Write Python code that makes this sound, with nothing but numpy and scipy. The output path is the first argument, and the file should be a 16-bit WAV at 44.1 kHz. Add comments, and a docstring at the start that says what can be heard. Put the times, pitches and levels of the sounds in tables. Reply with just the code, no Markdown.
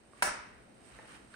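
"""A tiled living room: an aluminium crutch is planted. The rubber tip knocks, the loose telescoping
tube clacks against its sleeve and rings, and the room answers with wall echoes and a diffuse tail.
Then clothes and a foot brush along as the walker swings forward, with a few soft knocks and a low
rumble, over quiet room noise. Knocks and ringing are damped modes; the rest is shaped noise."""
import sys
import numpy as np
from scipy import signal
from scipy.fft import rfft, irfft
from scipy.io import wavfile
from scipy.ndimage import uniform_filter1d

SR = 44100
rng = np.random.default_rng(int(sys.argv[2]) if len(sys.argv) > 2 else 0)


def output_pcm(signal):
    """Save a mono or channel-first signal as 16-bit PCM at the path in sys.argv[1].

    Samples are clipped to [-1, 1] before scaling.
    """
    pcm = np.clip(np.atleast_2d(signal).T, -1, 1) * 32767
    wavfile.write(sys.argv[1], SR, np.round(pcm).astype(np.int16))


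N = 59535
TIME_S = np.arange(N) / SR

# Spectra give relative density; pan and balance are left minus right.
# room noise spectrum: f/Hz, level/dB
AMBIENCE_SPECTRUM = [(25, -18), (60, -6), (90, -13), (120, -1.5), (155, -10), (200, -2), (260, -5.5),
                     (340, -5.5), (450, -8), (750, -10.5), (1150, -19.5), (2000, -21.5), (6700, -34),
                     (7700, -41), (8400, -50), (10000, -39), (12000, -53), (15000, -43)]
# room noise envelope: t/s, level/dB
AMBIENCE_ENVELOPE = [(0, -63), (.25, -60.5), (.55, -59), (.72, -59.5), (.95, -59), (1.24, -58.5),
                     (1.35, -62.5)]
# diffuse field: f/Hz, left-right correlation/1
COHERENCE = [(50, 0.02), (130, 0.77), (290, 0.78), (640, 0), (1400, 0.08), (15000, 0)]
# reverberation: f/Hz, t60/s
ROOM_DECAY = [(60, 1.1), (200, 0.54), (700, 0.5052), (1800, 0.78), (4800, 0.4648), (9000, 0.3),
              (14500, 0.1)]
# reflections: delay/s, left/dB, right/dB
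WALL_ECHOES = [(0.012, -10, -20.5), (.0202, -13, -21), (.0495, -23, -4.5), (.054, -12, -11.5),
               (0.064, -34, -7)]
# microphone mismatch: f/Hz, balance/dB
STEREO_BALANCE = [(100, -0.5), (350, 2), (700, 1), (1300, 0.5), (2300, -2), (4400, 1.5), (6500, 5),
                  (8400, -8), (12000, 2)]

# rumble spectrum: f/Hz, level/dB
RUMBLE_SPECTRUM = [(20, -26), (40, -6), (55, 14), (75, -5), (120, -20), (400, -58), (2000, -90)]
# rumble envelope: t/s, level/dB
RUMBLE_ENVELOPE = [(0, -85), (.12, -72), (.21, -72), (.26, -62), (.35, -75), (.5, -71), (.58, -55),
                   (.68, -81), (.88, -75), (.95, -59), (1.08, -82), (1.17, -67), (1.35, -78)]
# clothes and foot spectrum: f/Hz, level/dB
BRUSH_SPECTRUM = [(200, -2.5), (500, -21), (850, -1.5), (1300, 3), (2100, -1), (3000, -3.5), (4500, -11.5),
                  (7000, -15.5), (10000, -14.5), (12000, -36), (15000, -28)]
# clothes and foot envelope: t/s, level/dB
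BRUSH_ENVELOPE = [(0, -71), (.12, -71.5), (.2, -58.5), (.45, -66), (.7, -73.5), (.82, -66.5), (.9, -61.5),
                  (.96, -57.5), (1.04, -60.5), (1.11, -55), (1.16, -54), (1.21, -62.5), (1.29, -68),
                  (1.35, -57)]
# high hiss of movement, coloured by the right microphone's 8-9 kHz resonance: f/Hz, level/dB
HISS_SPECTRUM = [(2000, -6.5), (4300, -7.5), (6000, -9.5), (7700, -11), (8350, 4.5), (9000, -2.5),
                 (10000, -11.5), (11500, -23), (15000, -38)]
# movement hiss envelope: t/s, level/dB
HISS_ENVELOPE = [(0, -79), (.17, -69.5), (.5, -76), (.7, -75.5), (.8, -74), (.86, -65.5), (.94, -69),
                 (1.02, -72), (1.1, -66.5), (1.2, -72.5), (1.35, -70)]
# foot and crutch touches: t/s, mode gain/dB, f/Hz, t60/s, thud gain/dB, pan/dB
TOUCHES = [(0.134, -51.5, 1130, 0.025, -56, -14), (0.9415, -47, 3800, .012, -67, -2),
           (0.9888, -40, 1800, 0.012, -45.5, -6), (0.9948, -51.5, 860, 0.032, -51, 18.5),
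           (1.3400, -35.5, 4400, 0.0041, -73, -3), (1.3420, -41.5, 1525, 0.023, -55, -10.5)]
# reverberation of the touches: f/Hz, level/dB
TOUCH_TAIL_SPECTRUM = [(100, -2), (350, 0), (650, 1.5), (1100, -2.5), (1700, 0), (4000, -3.5), (12000, -8)]

# tube modes: f/Hz
TUBE_MODES_HZ = [606, 774, 959, 1035, 1304, 1346, 1408, 1490, 1548, 1585, 1672, 1705, 1968, 2223, 2589]
# tube modes, same order: relative level/dB, t60/s
TUBE_DECAYS = [(-1, 0.53), (-1, 0.34), (-0.5, 0.48), (-15, 0.71), (-1, 0.42), (-0.5, 0.55), (0, 0.51),
               (-1, 0.44), (1.5, 0.39), (-10, 0.26), (-4, 0.49), (4, 0.36), (0, .42), (1.5, 0.47),
               (-11, 0.72)]
# clack spectrum: f/Hz, level/dB
CLACK_SPECTRUM = [(300, -15), (700, -4), (1150, -11), (1500, 4), (2350, 3), (3000, -4), (4200, -6.5),
                  (5600, -1), (7200, -9.5), (9200, 0), (10500, -5), (12000, -24.5), (15000, -11)]
# tube-on-sleeve impacts: t/s, relative level/dB, pan/dB
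SLEEVE_HITS = [(0.2225, -24.5, -7), (0.2247, -25.5, -4), (0.2264, -18.5, -5.5), (0.2286, -20, 0.5)]
# tip and floor modes: f/Hz, relative level/dB, t60/s
TIP_MODES = [(244, -25, 0.024), (690, -14.5, 0.0084), (978, -9, 0.04), (1343, -7, 0.022),
             (1570, -5.5, 0.037), (2270, -7, 0.015)]
# reverberation of the tap: f/Hz, level/dB
TAP_TAIL_SPECTRUM = [(50, -8.5), (100, -9.5), (200, -8), (400, -3.5), (600, -0.5), (950, 3.5), (1150, 0.5),
                     (1450, 3.5), (1800, -1), (2400, -4.5), (2900, -9), (4200, -11), (5600, -3.5),
                     (7300, -12), (8300, -3.5), (9500, -2), (10500, -13), (12000, -40), (14500, -14)]

TAP_S, TIP_CUTOFF_HZ = 0.2240, 2550


def from_db(db):
    """Decibels to gain."""
    return 10 ** (np.asarray(db) / 20)


def unit_rms(x):
    """Scale to rms 1."""
    return x / np.sqrt(np.mean(x ** 2) + 1e-20)


def at_hz(points, hz):
    """Interpolate over log frequency."""
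    points_hz, values = np.transpose(points)
    return np.interp(np.log(np.maximum(hz, 1)), np.log(points_hz), values)


def envelope(rows):
    """Gain curve from t/s, level/dB rows."""
    return from_db(np.interp(TIME_S, *np.transpose(rows)))


def pan(db):
    """Left and right gains."""
    return from_db(np.array([[db], [-db]]) / 2)


def click(t_s):
    """Unit impulse."""
    return 1.0 * (np.arange(N) == round(t_s * SR))


def ring(x, hz, t60_s):
    """Damped mode; a unit impulse rings at height 1."""
    radius = from_db(-60 / (t60_s * SR))
    step_rad = 2 * np.pi * hz / SR
    return signal.lfilter([.5, 0, -.5], [1, -2 * radius * np.cos(step_rad), radius ** 2], x + 1e-18)


def soften(x, cutoff_hz, order=2):
    """Low-pass: a yielding contact or dull reflection."""
    return signal.sosfilt(signal.butter(order, cutoff_hz, fs=SR, output="sos"), x + 1e-18)


def convolve(x, response):
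    """Apply a stereo response."""
    return signal.fftconvolve(np.atleast_2d(x), response, axes=1)[:, :N]


def noise(spectrum):
    """Diffuse stereo noise at rms 1, alike on both sides in the bass."""
    hz = np.arange(N // 2 + 1) * SR / N
    alike = at_hz(COHERENCE, hz)
    mid, side = rfft(rng.standard_normal((2, N)))
    stereo = np.sqrt((1 + alike) / 2) * mid + np.sqrt((1 - alike) / 2) * side * np.array([[1], [-1]])
    return unit_rms(irfft(stereo * from_db(at_hz(spectrum, hz)), N))


def ambience():
    """Quiet room noise."""
    return noise(AMBIENCE_SPECTRUM) * envelope(AMBIENCE_ENVELOPE)


def reverb(x, spectrum, build_s=0.0085, hold_s=0.041):
    """Diffuse tail: builds, holds, dies faster in the treble."""
    hz = np.arange(N // 2 + 1) * SR / N
    wash = rfft(noise(spectrum))
    centres_hz, t60s_s = np.transpose(ROOM_DECAY)
    decay_s = np.maximum(TIME_S - hold_s, 0)
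    tail = 0
    for weights, t60_s in zip(np.eye(len(t60s_s)), t60s_s):
        band = irfft(wash * at_hz(np.c_[centres_hz, weights], hz), N)
        tail += band * from_db(-60 * decay_s / t60_s)
    return convolve(x, tail * np.minimum(TIME_S / build_s, 1) ** 2)


def echoes(x):
    """Dull reflections off the walls and glass door."""
    response = sum(click(delay_s) * from_db([[left_db], [right_db]])
                   for delay_s, left_db, right_db in WALL_ECHOES)
    return convolve(soften(x.mean(axis=0), cutoff_hz=2500, order=1), response)


def rumble():
    """Low rumble as the weight shifts."""
    return noise(RUMBLE_SPECTRUM) * envelope(RUMBLE_ENVELOPE)


def brushing(grain_db=1):
    """Clothes and foot brush as the body swings through, with a high hiss to the right."""
    flicker = unit_rms(uniform_filter1d(rng.standard_normal(N), size=160))
    grain = from_db(grain_db * flicker)
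    brush = unit_rms(noise(BRUSH_SPECTRUM) * grain) * envelope(BRUSH_ENVELOPE)
    hiss = unit_rms(noise(HISS_SPECTRUM) * grain) * envelope(HISS_ENVELOPE)
    return brush * pan(db=-2) + hiss * pan(db=-9.5)


def soft_knocks(reverb_gain_db=-38.5):
    """Light foot and crutch touches: one damped mode over a low thud."""
    knocks = 0
    for t_s, mode_db, hz, t60_s, thud_db, pan_db in TOUCHES:
        touch = soften(click(t_s), cutoff_hz=2380)
        mode = from_db(mode_db) * ring(touch, hz, t60_s)
        thud = from_db(thud_db) * ring(touch, hz=578, t60_s=0.019)
        knocks += (mode + thud) * pan(pan_db)
    return knocks + from_db(reverb_gain_db) * reverb(knocks.mean(axis=0), TOUCH_TAIL_SPECTRUM)


def tube_ring(gain_db=-38.5):
    """Struck tube: modes at random phase, left and right a quarter cycle apart."""
    modes = 0
    phases_cycles = rng.random(len(TUBE_MODES_HZ))
    for hz, (db, t60_s), left_cycles in zip(TUBE_MODES_HZ, TUBE_DECAYS, phases_cycles):
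        right_cycles = left_cycles + rng.choice([-1, 1]) / 4
        onsets = np.array([click(TAP_S + left_cycles / hz), click(TAP_S + right_cycles / hz)])
        modes += ring(onsets, hz, t60_s) * from_db(db + gain_db)
    return soften(modes, TIP_CUTOFF_HZ)


def sleeve_rattle(rise_s=0.0013, t60_s=0.018, gain_db=-1):
    """The loose tube hits its sleeve: one noise burst per clack."""
    shape = np.minimum(TIME_S / rise_s, 1) * from_db(-60 * TIME_S / t60_s)
    clacks = 0
    for t_s, db, pan_db in SLEEVE_HITS:
        burst = noise(CLACK_SPECTRUM) * shape
        clacks += convolve(click(t_s), burst) * from_db(db + gain_db) * pan(pan_db)
    return clacks


def tip_knock(gain_db=-12, right_lag_s=0.00022):
    """A blow, rounded by the rubber, excites tip and floor modes."""
    impulse = np.array([click(TAP_S), click(TAP_S + right_lag_s)])
    blow = soften(impulse, TIP_CUTOFF_HZ) * from_db(gain_db) * pan(db=0.5)
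    return sum(ring(blow, hz, t60_s) * from_db(db) for hz, db, t60_s in TIP_MODES)


def crutch(reverb_gain_db=-32.5):
    """The tip lands, the tube rattles and rings, the room answers."""
    hit = sleeve_rattle() - tip_knock()
    ringing = tube_ring()
    tail = from_db(reverb_gain_db) * reverb(click(TAP_S), TAP_TAIL_SPECTRUM)
    return hit + ringing + echoes(hit) + tail


def scene():
    """One crutch step over room noise."""
    return rumble() + crutch() + soft_knocks() + brushing() + ambience()


def record(dry, notch_hz=3395, notch_q=20, cutoff_hz=15500):
    """Two microphones: unequal colour, shared narrow notch, top cut."""
    balance_db = at_hz(STEREO_BALANCE, np.arange(N + 1) * SR / (2 * N))
    gains = from_db(np.array([balance_db, -balance_db]) / 2)
    coloured = irfft(rfft(dry, 2 * N) * gains)[:, :N]
    notched = signal.lfilter(*signal.iirnotch(notch_hz, notch_q, fs=SR), coloured)
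    return signal.sosfilt(signal.ellip(10, .1, 80, cutoff_hz, fs=SR, output="sos"), notched)


dry = scene()
out = record(dry)
output_pcm(out)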